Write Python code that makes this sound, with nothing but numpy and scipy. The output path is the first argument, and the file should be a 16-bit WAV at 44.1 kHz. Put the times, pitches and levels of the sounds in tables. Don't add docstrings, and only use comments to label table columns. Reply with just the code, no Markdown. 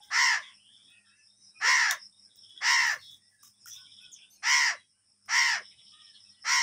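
import sys
import numpy as np
from scipy import signal
from scipy.io import wavfile
from scipy.ndimage import uniform_filter1d

SR = 44100
rng = np.random.default_rng(int(sys.argv[2]) if len(sys.argv) > 2 else 0)


def makeup_ratio(level_db):
    decades = np.asarray(level_db, float) / 20
    return 10 ** decades


def store_pcm(level_fs):
    pcm = np.round(np.clip(level_fs, -1, 1) * 32767).astype(np.int16)
    wavfile.write(sys.argv[1], SR, np.atleast_2d(pcm).T)


N = 291942

# (frequency [Hz], density [dB per Hz])
AIR_SPECTRUM = [(25, -23.5), (50, -20.5), (100, -19.5), (200, -13), (500, -24), (2300, -23.5),
                (4200, -28.5), (5400, -9.5), (6200, -23), (7300, -25.5), (7700, -16), (9100, -6.5),
                (10500, -22.5), (11100, -61)]
# (frequency [Hz], width [Hz], level [dB])
HUM_TONES = [(99.9, 6.4, -84.5), (114, 4.6, -89), (203.1, 6.5, -83)]
# (peak time [s], width [s], level [dB])
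WIND_GUSTS = [(.25, 0.07, -67), (1.88, .15, -82.5), (2.84, .07, -63), (3.051, 0.13, -64), (3.7, 0.48, -80),
              (4.458, 0.093, -88), (5.53, 0.062, -69), (5.79, 0.047, -68), (6.62, 0.026, -71)]
# (start [s], length [s], start pitch [Hz], end pitch [Hz], level [dB])
FAR_CALLS = [(0, 0.029, 806, 800, -60.5), (.03, 0.1, 806, 803, -73.5), (.03, 0.076, 2010, 2030, -72.5),
             (0, 0.11, 1532, 1570, -74), (.776, 0.06, 2260, 2330, -71), (.86, 0.19, 2510, 2434, -66.5),
             (1.0, 0.08, 2560, 2500, -76), (1.07, 0.185, 2560, 2640, -70), (.85, 0.25, 1823, 1784, -70.5),
             (.89, 0.15, 1400, 1405, -79), (1.12, .12, 1950, 1986, -83.5), (1.07, 0.22, 1622, 1796, -77.5),
             (1.523, 0.31, 2460, 2426, -57), (1.527, 0.13, 1224, 1410, -76), (2.24, 0.07, 1576, 1480, -79),
             (2.553, .05, 1500, 1480, -74), (2.553, .05, 1900, 1880, -73), (2.5, .03, 1850, 1800, -77),
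             (3.17, 0.23, 1850, 1950, -75), (3.744, 0.1, 1067, 1044, -73.5),
             (3.761, 0.113, 1460, 1410, -71), (3.865, 0.057, 2246, 2433, -67),
             (3.988, 0.12, 1440, 1420, -73), (3.996, 0.052, 2544, 2446, -60),
             (4.19, 0.11, 1480, 1463, -75.5), (4.93, 0.1, 1496, 1520, -82.5),
             (4.9, 0.15, 2800, 2920, -77.5), (5.895, 0.19, 1210, 1179, -70.5),
             (5.905, 0.22, 1800, 1806, -72.5), (6.09, 0.086, 1754, 1493, -77),
             (6.17, 0.11, 1874, 1850, -81), (6.28, 0.18, 1872, 1890, -77), (6.24, 0.053, 2565, 2500, -74),
             (6.36, 0.047, 2922, 2820, -67)]
# (start [s], length [s], start pitch [Hz], end pitch [Hz], level [dB])
CHIRPS = [(1.04, 0.1, 3800, 3780, -73), (1.156, 0.065, 5900, 5850, -66), (1.27, 0.1, 3650, 3760, -68.5),
          (1.349, 0.15, 5950, 5800, -64), (1.44, 0.1, 3880, 3850, -75), (1.36, 0.07, 3820, 3850, -80),
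          (1.7, .05, 3300, 4100, -77.5), (2.5, .1, 3750, 3850, -73), (4.3, .11, 4300, 4250, -71),
          (4.31, .09, 4750, 4000, -72), (4.22, .12, 3500, 3750, -69.5), (6.24, 0.083, 3750, 3700, -75),
          (4.33, .03, 2850, 2810, -72.5), (4.37, .04, 2500, 2520, -71.5), (6.3, .1, 4250, 4200, -73),
          (2.11, 0.087, 3630, 3840, -69), (1.908, 0.0035, 6500, 5800, -29),
          (2.355, 0.017, 15100, 15000, -63), (3.7, 0.089, 3400, 3800, -53), (3.171, 0.13, 3600, 3600, -76),
          (3.376, 0.11, 3800, 3750, -76), (3.53, 0.077, 3440, 3780, -72), (4.01, 0.027, 10950, 10500, -67),
          (4.114, 0.0382, 7000, 5350, -49.5), (0.78, 0.22, 3100, 3750, -77), (3.6, 0.037, 7500, 5000, -69),
          (4.106, .04, 13800, 12400, -75.5), (4.142, 0.084, 5500, 5400, -78.5),
          (4.295, 0.08, 6100, 6600, -61), (4.294, 0.066, 12100, 15000, -68.5),
          (4.785, 0.09, 3330, 3220, -68), (4.8, 0.043, 2600, 2600, -75), (3.3, 0.127, 1750, 1600, -72),
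          (4.75, 0.08, 4000, 3800, -65), (6.27, .07, 3200, 3050, -77), (.68, 0.042, 1600, 2000, -81)]
# (start [s], length [s],
# level [dB], start pitch [Hz], end pitch [Hz])
HOARSE_SLIDES = [(3.0, 0.17, -55, 3600, 3520), (2.97, 0.126, -63, 4400, 4250),
                 (0.41, 0.096, -53, 3590, 3290), (.5, .1, -68.5, 2800, 2660), (.57, 0.22, -62, 2828, 3530),
                 (.72, .23, -62.5, 3260, 3603), (3.69, 0.066, -48, 5900, 5800),
                 (4.17, 0.094, -62.5, 2480, 2840), (0.91, .09, -69, 2780, 2650),
                 (1.04, 0.14, -72, 1503, 1750), (1.04, 0.082, -73, 3360, 3390)]
# (start [s], length [s], level [dB], start pitch [Hz],
# end pitch [Hz])
RAGGED_BUZZ = [(6.32, .08, -72, 3750, 3050), (5.7, .13, -71, 2250, 2350), (5.91, .2, -72, 2650, 2550),
               (6.04, .18, -69, 4050, 4150), (6.23, 0.13, -74, 3700, 3550), (5.83, .1, -72, 4600, 4600),
               (3.69, .12, -70, 2700, 2650), (.42, .13, -66, 2700, 2600)]
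# (start [s], length [s], level [dB], start pitch [Hz], end pitch [Hz])
TRILLS = [(0, 0.11, -61, 3350, 3550), (2.28, 0.15, -67.5, 3670, 3525), (2.405, 0.44, -57, 3366, 3382),
          (3.683, 0.458, -57, 3450, 3400), (4.135, 0.11, -59, 3370, 3230)]
# (start [s], length [s], level [dB], start pitch [Hz], end pitch [Hz])
WIDE_TRILL = [(5.615, .61, -62, 3420, 3373)]
# (start [s], length [s], level [dB])
INSECT_THROBS = [(0, 0.07, -60.5), (0.496, 0.13, -64), (0.7, 0.11, -68), (0.819, 0.061, -65.5),
                 (1.038, 0.1, -67), (1.202, 0.16, -62), (1.402, 0.13, -58), (1.555, 0.18, -54),
                 (1.961, 0.13, -51.5), (2.161, 0.14, -58.5), (2.353, 0.13, -56.5), (2.494, 0.11, -63),
                 (2.971, 0.16, -59), (3.195, 0.12, -64), (3.377, 0.18, -64.5), (3.56, 0.36, -56.5),
                 (3.769, 0.13, -67), (3.881, 0.12, -60.5), (3.991, 0.096, -59), (4.137, 0.097, -62.5),
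                 (4.345, 0.07, -68), (4.882, 0.06, -67.5), (5.036, 0.12, -64.5), (5.202, 0.094, -66.5),
                 (5.586, 0.15, -54), (5.786, 0.17, -58), (5.985, 0.16, -57.5), (6.164, 0.19, -57.5),
                 (6.388, 0.18, -55)]
# (start [s], hold [s], level [dB])
RUSTLES = [(0.023, 0.041, -68), (2.348, 0.0065, -80.5), (2.795, 0.058, -58), (2.862, .012, -48),
           (2.91, 0.019, -57), (3, 0.089, -71.5), (3.104, 0.034, -65.5), (3.291, 0.078, -79),
           (3.425, 0.046, -58.5), (3.667, 0.021, -49.5), (3.729, 0.02, -62)]
# (frequency [Hz], density [dB per Hz])
SCRAP_COLOUR = [(530, -66.5), (900, -34.5), (1350, -18), (2210, -20), (2620, -19.5), (3290, -12),
                (4540, -30.5), (5770, 1), (8170, -10), (12500, -14), (15300, -7)]
# (time [s], peak [dB], basin ring under the tick [dB], ring pitch [Hz])
BASIN_TICKS = [(0.9026, -45, -19, 1420), (1.9114, -7.5, -5.5, 1720), (2.358, -43, -45, 1150),
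               (2.4985, -48, -32, 1300), (5.26, -45.5, -26, 1300), (3.122, -45, -24, 1250),
               (3.4318, -40, -5, 1177), (3.4503, -47.5, -26, 1220), (3.6585, -26, -11, 1433),
               (3.672, -48, -4, 1590), (3.675, -31, -12, 1900), (3.6993, -32, -43, 1410),
               (3.73, -38, -36, 1590), (3.736, -31, -47, 1290), (3.755, -40, -31, 1080)]
# (start [s], length [s], start pitch [Hz], end pitch [Hz], level [dB])
BEAK_CLACK = [(1.908, .009, 3600, 3500, -31)]
# (start [s], length [s], start pitch [Hz], end pitch [Hz], level [dB])
MUTTERS = [(1.625, .09, 440, 600, -56), (.19, .09, 500, 510, -66), (2.605, .06, 520, 620, -66),
           (6.435, .06, 520, 620, -66)]
# (start [s], length [s], start pitch [Hz], end pitch [Hz], level [dB])
SIGHS = [(.35, .08, 740, 520, -64), (1.9, .085, 760, 540, -59), (2.905, .08, 740, 450, -55),
         (4.69, .08, 760, 460, -56), (5.545, .085, 760, 440, -54)]
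# (start [s], length [s], effort [dB], top pitch [Hz], undertone at the onset [dB])
CAWS = [
    (0.096, 0.31, -23, 1035, -71),
    (1.596, 0.37, -22, 1043, -67),
    (2.6, 0.37, -22.5, 1017, -73),
    (4.418, 0.335, -22.5, 1046, -76.5),
    (5.275, 0.33, -23, 1018, -76.5),
    (6.435, 0.28, -23.5, 1040, -70.5),
    (0.3, 0.25, -52, 1108, -77),
]
# (crest after the start [s], start drop [share], slide [share], end drop [share], beak
CAW_ARCHES = [(.135, .36, .17, 0.32, 0.96), (.12, .36, .21, .27, 0.95), (.125, .33, .09, 0.37, 0.99),
              (.13, 0.3, .11, .4, 1.01), (.11, .33, .11, 0.36, 1), (.11, .27, .11, 0.44, 0.98),
              (0.077, 0.13, 0.04, 0.073, .95)]
# (uneven beats [dB], brightness [dB])
CAW_TIMBRES = [(3.0, -0.45), (3.5, -0.5), (-0.5, 0.2), (2, 2.5), (2, 1.3), (4.0, 2.8), (1.7, -2.4)]
# (frequency [Hz], level [dB])
THROAT = [(900, -14), (1300, -9), (1650, -10), (1950, -1.5), (2250, -4), (2600, -16.5), (3000, -16.5),
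          (3500, -20.5),
          (3950, -24.5), (4350, -18.5), (4800, -15.5), (5500, -9), (5950, -11), (6250, -21.5),
                (7100, -21), (9500, -39.5), (12000, -46.5), (15300, -42)]
# (frequency [Hz], decay by 60 dB [s])
YARD_DECAY = [(300, 0.02), (1000, 0.15), (3000, 0.19), (8000, 0.11)]
# (frequency [Hz], level [dB])
WALL_COLOUR = [(600, -55), (1000, -36.5), (1400, -36.5), (1900, -29.5), (2500, -36), (3500, -36.5),
               (5000, -37.5), (9000, -47)]

TOP_HZ = 1030
CLEAR = 0.9


def evened(x):
    return x / np.sqrt(np.mean(x ** 2) + 1e-20)


def read(points, hz):
    f, value = np.transpose(points)
    return np.interp(np.log(hz + 1), np.log(f + 1), value)


def add(mix, s, sound):
    part = mix[round(s * SR):][:len(sound)]
    part += sound[:len(part)]


def resonate(x, hz, width):
    turn = np.exp(2j * np.pi * np.cumsum(hz * np.ones(len(x))) / SR)
    r = np.exp(-np.pi * width / SR)
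    return 2 * (turn * signal.lfilter([1 - r], [1, -r], x / turn + 1e-18)).real


def fuzzy(hz, width, length):
    once = resonate(rng.standard_normal(length), hz, width)
    return evened(resonate(once, hz, width))


def wander(length, span_s):
    wide = max(int(span_s * SR), 1)
    return evened(uniform_filter1d(uniform_filter1d(rng.standard_normal(length), wide), wide))


def colour(x, points):
    level_db = read(points, abs(np.fft.fftfreq(4096, 1 / SR)))
    log_gain = np.log(makeup_ratio(np.maximum(level_db, -100)))
    taps = np.fft.ifft(np.exp(log_gain - 1j * signal.hilbert(log_gain).imag)).real[:2048]
    return signal.oaconvolve(x, taps)[:len(x)]


def glides(rows, blur, arch, clear=0):
    out = np.zeros(N)
    for s, length, start_hz, end_hz, db in rows:
        steps = int(length * SR)
        hz = start_hz + (end_hz - start_hz) * np.linspace(0, 1, steps) ** 1.8
        hz = hz + arch * start_hz * np.hanning(steps)
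        whistle = clear * np.sin(2 * np.pi * np.cumsum(hz) / SR)
        core = (1 - clear / 2) * fuzzy(hz, blur * start_hz, steps)
        skirt = makeup_ratio(-8.0) * fuzzy(hz, 5.0 * blur * start_hz, steps)
        add(out, s, makeup_ratio(db) * (whistle + core + skirt) * signal.windows.tukey(steps, .5))
    return out


def buzz(rows, soft, span_hz, sweeps_hz, throbs_hz, throb_db, blur_db, ragged_db=1.0):
    out = np.zeros(N)
    for s, length, db, start_hz, end_hz in rows:
        steps = int(length * SR)
        hz = np.linspace(start_hz, end_hz, steps)
        sweep = np.cumsum(sweeps_hz * (1 + 0.12 * wander(steps, 0.011))) / SR % 1
        turns = np.cumsum(hz + span_hz * (.5 - sweep)) / SR
        tone = np.sin(2 * np.pi * turns) + makeup_ratio(-26.5) * np.sin(4 * np.pi * turns)
        chirps = evened(np.sin(np.pi * sweep) * tone) * makeup_ratio(4.0 * wander(steps, 0.0035))
        blur = sum(fuzzy(hz + side * span_hz, span_hz / 4.5, steps) for side in (-.36, 0, .36))
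        body = chirps + makeup_ratio(blur_db) * evened(blur)
        throb = -np.cos(2 * np.pi * throbs_hz * np.arange(steps) / SR + 0.18 * wander(steps, .05))
        body = evened(body * makeup_ratio(throb_db * throb + ragged_db * wander(steps, 0.026)))
        add(out, s, makeup_ratio(db) * body * signal.windows.tukey(steps, min(soft, 1)))
    return out


def air():
    frames, hz = N // 256 + 5, np.fft.rfftfreq(1024, 1 / SR)
    a, b, patches = rng.standard_normal((frames, 513, 3)).T
    patches = evened(uniform_filter1d(uniform_filter1d(patches, 10, 0), 14, 1))
    patch_db = np.where(hz > 7000, .8, 2.6)[:, None] * patches
    z = (a + 1j * b) * makeup_ratio(read(AIR_SPECTRUM, hz)[:, None] + patch_db)
    return makeup_ratio(-67.5) * evened(signal.istft(z, nperseg=1024, noverlap=768)[1][:N])


def hum():
    return sum(makeup_ratio(db) * fuzzy(hz, width, N) for hz, width, db in HUM_TONES)


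def wind():
    t = np.arange(N) / SR
    gusts = sum(makeup_ratio(db) * np.exp(-((t - s) / width) ** 2) for s, width, db in WIND_GUSTS)
    gain = makeup_ratio(-86) + gusts
    return gain * makeup_ratio(-9.5) * fuzzy(110, 70, N) * makeup_ratio(1.2 * wander(N, .04))


def far_birds():
    sound = glides(FAR_CALLS, .02, .04, CLEAR) + glides(CHIRPS, .022, 0, CLEAR)
    sound += buzz(HOARSE_SLIDES, 0.36, 580, 110.0, 15.5, 1.7, 2.1)
    return sound + buzz(RAGGED_BUZZ, 0.33, 700, 120.0, 12.0, 3.2, 2.5, 7.3)


def trilling_bird():
    sound = buzz(TRILLS, 0.28, 720, 120.0, 14.7, 5.5, -1.7, 0.93)
    return sound + buzz(WIDE_TRILL, 0.062, 1070, 110.0, 13.8, 5.9, 0.3, 1.4)


def insect():
    hz, halo_s = 5340, 0.12
    throbs = [(*row, hz, hz) for row in INSECT_THROBS]
    halo = [(max(s - halo_s, 0), length + 2 * halo_s, db - 12.5, hz, hz) for s, length, db in INSECT_THROBS]
    sound = buzz(throbs, 0.66, 640, 95.0, 25.0, 0.73, -0.5)
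    return sound + buzz(halo, 0.71, 700, 100.0, 20.0, 1.2, -1.1)


def rustle():
    grains = rng.standard_normal(N) * makeup_ratio(2.2 * wander(N, 0.003))
    out, sound = np.zeros(N), colour(grains, SCRAP_COLOUR)
    top = signal.sosfilt(signal.butter(4, 11000, "high", fs=SR, output="sos"), sound)
    sound /= np.sqrt(np.mean(top ** 2))
    t = np.arange(SR // 4) / SR
    rise_s, fall_db_per_s = 0.0038, -280
    for s, hold, db in RUSTLES:
        shape = np.minimum(t / rise_s, 1) * makeup_ratio(db + fall_db_per_s * np.maximum(t - hold, 0))
        add(out, s, shape * sound[round(s * SR):][:len(t)])
    return out


def ticks():
    out, t = np.zeros(N), np.arange(1500) / SR
    for s, db, ring_db, hz in BASIN_TICKS:
        crack = colour(rng.standard_normal(len(t)) * makeup_ratio(-60 * t / 0.0016), SCRAP_COLOUR)
        ring_db = min(ring_db, -36 - db)
        ring = makeup_ratio(ring_db - 60 * t / 0.028) * np.sin(2 * np.pi * hz * t) * (1 - np.exp(-t / 0.0022))
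        add(out, s, makeup_ratio(db) * (0.82 * crack / abs(crack).max() + ring))
    return out


def mutters_and_clack():
    return glides(SIGHS, .09, 0) + glides(MUTTERS, .09, 0) + makeup_ratio(-1.0) * glides(BEAK_CLACK, .04, 0, CLEAR)


def breath(length, top_db, top_hz, onset_db, crest_s, start_drop, slide, end_drop):
    t = np.arange(0, length, 1 / SR)
    attack_s, release_s = 0.13, 0.076
    attack_db = -23 * np.clip(1 - t / attack_s, 0, 1) ** 3.17
    release_db = -21 * np.clip((t - length) / release_s + 1, 0, 1) ** 2.25
    effort_db = top_db + attack_db - 35 * np.maximum(t - crest_s, 0) + release_db

    rise = np.clip(1 - t / crest_s, 0, 1)
    sag = np.clip((t - crest_s) / (length - crest_s), 0, 1)
    hz = top_hz * (1 - start_drop * rise ** 2.0 - slide * sag - end_drop * sag ** 4.2)

    floor_db, end_db = -83, -65.5
    onset = np.exp(-(t / 0.082 - .8) ** 2 * 2.3)
    under_db = floor_db + (onset_db - floor_db) * onset + (end_db - floor_db) * sag ** 8.1
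    under_db = under_db + top_db + 24.0 + 1.3 * wander(len(t), 0.017)
    return effort_db, under_db, hz


def voice_box(hz, half_db):
    n = len(hz)
    rough = np.clip(.13 + 1 - hz / TOP_HZ, .05, 1)
    rattle_hz = 73.5 * np.sqrt(hz / TOP_HZ)
    beat = np.cumsum(rattle_hz * (1 + (.03 + .15 * rough) * wander(n, .012))) / SR
    snap_share = .12
    snap = np.exp((beat % 1 - 1) / snap_share) - snap_share
    bend = -.068 * np.sin(2 * np.pi * beat) + .08 * snap
    jitter = .05 * rough * wander(n, .0012) + .008 * wander(n, .012)
    turns = np.cumsum(hz * (1 + bend + jitter)) / SR
    voice = sum(np.cos(2 * np.pi * k * turns - .3 * k * k) for k in range(1, 16))
    halves = sum(np.cos(2 * np.pi * (k - .5) * turns + .3 * k * k) for k in range(2, 16))
    side, side_gain = np.cos(2 * np.pi * turns * 8 / 7), makeup_ratio(-12.5)
    voice = voice * (1 + side_gain * 2 * side) + side_gain * side
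    puffs = (0.78 + np.cos(2 * np.pi * turns)) * rng.standard_normal(n)
    drive = evened(voice) + makeup_ratio(half_db + 2.2 * wander(n, .04)) * evened(halves)
    drive += .5 * rough * evened(puffs)
    drive += .2 * evened(np.diff(puffs, prepend=0))
    return drive * makeup_ratio(0.5 * np.cos(2 * np.pi * (beat - .3)))


def throat_and_beak(drive, hz, effort_db, beak, bright_db):
    f, t, z = signal.stft(drive, SR, nperseg=1024, noverlap=896)
    f, samples = f[:, None] + 1, np.arange(len(hz))
    pitch = np.interp(t * SR, samples, hz)
    closing = (TOP_HZ / pitch) ** 0.2 / beak
    z *= makeup_ratio(read(THROAT, f * closing ** np.clip(2 - f / 3000, 0, 1)))
    slack_db = np.interp(t * SR, samples, effort_db - effort_db.max())
    z *= makeup_ratio(0.25 * slack_db * np.log2(f / 1500))
    patches = uniform_filter1d(uniform_filter1d(rng.standard_normal(z.shape), 8, 0), 10, 1)
    z *= makeup_ratio(1.6 * np.clip(f / 2000, .5, 1.8) * evened(patches))
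    z *= makeup_ratio(bright_db * np.clip(np.log2(f / 2500), 0, 1))
    z *= makeup_ratio(-22 * np.clip(1 - pitch / TOP_HZ, 0, 1) * np.clip(3 - 2 * f / pitch, 0, 1))
    z *= makeup_ratio(-4.0 * np.exp(-((f / pitch - 1.2) / .06) ** 2))
    z *= makeup_ratio(np.clip(150.0 * np.log2(f / (0.88 * pitch)), -60, 0))
    return signal.istft(z, SR, nperseg=1024, noverlap=896)[1][:len(hz)]


def caw(length, top_db, top_hz, onset_db, arch, timbre):
    *bends, beak = arch
    uneven_db, bright_db = timbre
    effort_db, under_db, hz = breath(length, top_db, top_hz, onset_db, *bends)
    half_db = -4.5 + 0.24 * (onset_db + 66.0) + 0.58 * (under_db - effort_db + 47.0)
    half_db = np.clip(half_db, -13.0, -3.0) + uneven_db
    sound = throat_and_beak(voice_box(hz, half_db), hz, effort_db, beak, bright_db)
    steady = np.sqrt(uniform_filter1d(sound ** 2, 1800) + 1e-12)
    undertone = makeup_ratio(under_db) * fuzzy(np.maximum(hz / 2, 490), 82, len(hz))
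    return (makeup_ratio(effort_db) * sound / steady + undertone) * signal.windows.tukey(len(hz), .14)


def crow():
    out = np.zeros(N)
    for (s, *row), arch, timbre in zip(CAWS, CAW_ARCHES, CAW_TIMBRES):
        add(out, s, caw(*row, arch, timbre))
    return out


def yard(x):
    taps = np.zeros(SR // 2)
    at = np.arange(300, SR // 2 - 20, 20)
    taps[[130, 215]] = 1.3, -1.0
    taps[at + rng.integers(0, 20, len(at))] = rng.choice([-1., 1.], len(at))
    hz, t, z = signal.stft(taps, SR, nperseg=256)
    uneven = uniform_filter1d(rng.standard_normal(z.shape), size=20, axis=1)
    z *= makeup_ratio(3.5 * evened(uneven))
    tail = signal.istft(z * makeup_ratio(-60 * t / read(YARD_DECAY, hz)[:, None]), SR, nperseg=256)[1]
    return signal.fftconvolve(x, tail / np.linalg.norm(tail))[:N]


def wall(x):
    t = np.arange(SR // 5) / SR
    slap_s, spread_s = .055, .04
    fade = np.exp(-abs(t - slap_s) / spread_s * np.where(t < slap_s, 2, 1.1))
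    taps = rng.standard_normal(len(t)) * fade
    streaks = [(hz, 9.0 * rng.standard_normal()) for hz in np.arange(100, 12000, 90)]
    taps = colour(taps, streaks)
    return colour(signal.fftconvolve(x, taps / np.linalg.norm(taps))[:N], WALL_COLOUR)


def scene():
    background = air() + hum() + wind()
    calls = far_birds() + trilling_bird() + insect()
    near = ticks() + mutters_and_clack() + crow()
    echoes = makeup_ratio(-7.0) * yard(near + makeup_ratio(2.5) * calls) + wall(near)
    return (background + calls + rustle() + near + echoes)[None]


def band_limit(x):
    return signal.sosfilt(signal.butter(12, 16530, fs=SR, output="sos"), x)


def record(dry):
    low = signal.sosfiltfilt(signal.butter(2, 420, fs=SR, output="sos"), dry)
    power_db = 10 * np.log10(uniform_filter1d(dry ** 2, 3000) + 1e-12)
    lift_db = -2.0 + 10.0 * np.clip((power_db + 70.5) / 45, 0, 1)
    z = signal.stft(dry + low * (makeup_ratio(lift_db) - 1), nperseg=1024, noverlap=768)[2]

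    smooth = uniform_filter1d(uniform_filter1d(abs(z) ** 2, size=5, axis=2), size=3, axis=1)
    bins_db = 10 * np.log10(abs(smooth) + 1e-16)
    over_db = bins_db - np.percentile(bins_db, 15, axis=2)[..., None]
    z = z * makeup_ratio(-2 * np.clip(-over_db / 9.5, 0, 1))
    mix = signal.istft(z, nperseg=1024, noverlap=768)[1][:, :N]
    mix *= makeup_ratio(-5 * np.clip((-58.0 - power_db) / 6.6, 0, 1))

    treble_edge = signal.firwin(301, 15700, window=("kaiser", 5), fs=SR)[None]
    return band_limit(signal.oaconvolve(mix, treble_edge, "same"))


dry = scene()
out = record(dry)
store_pcm(out)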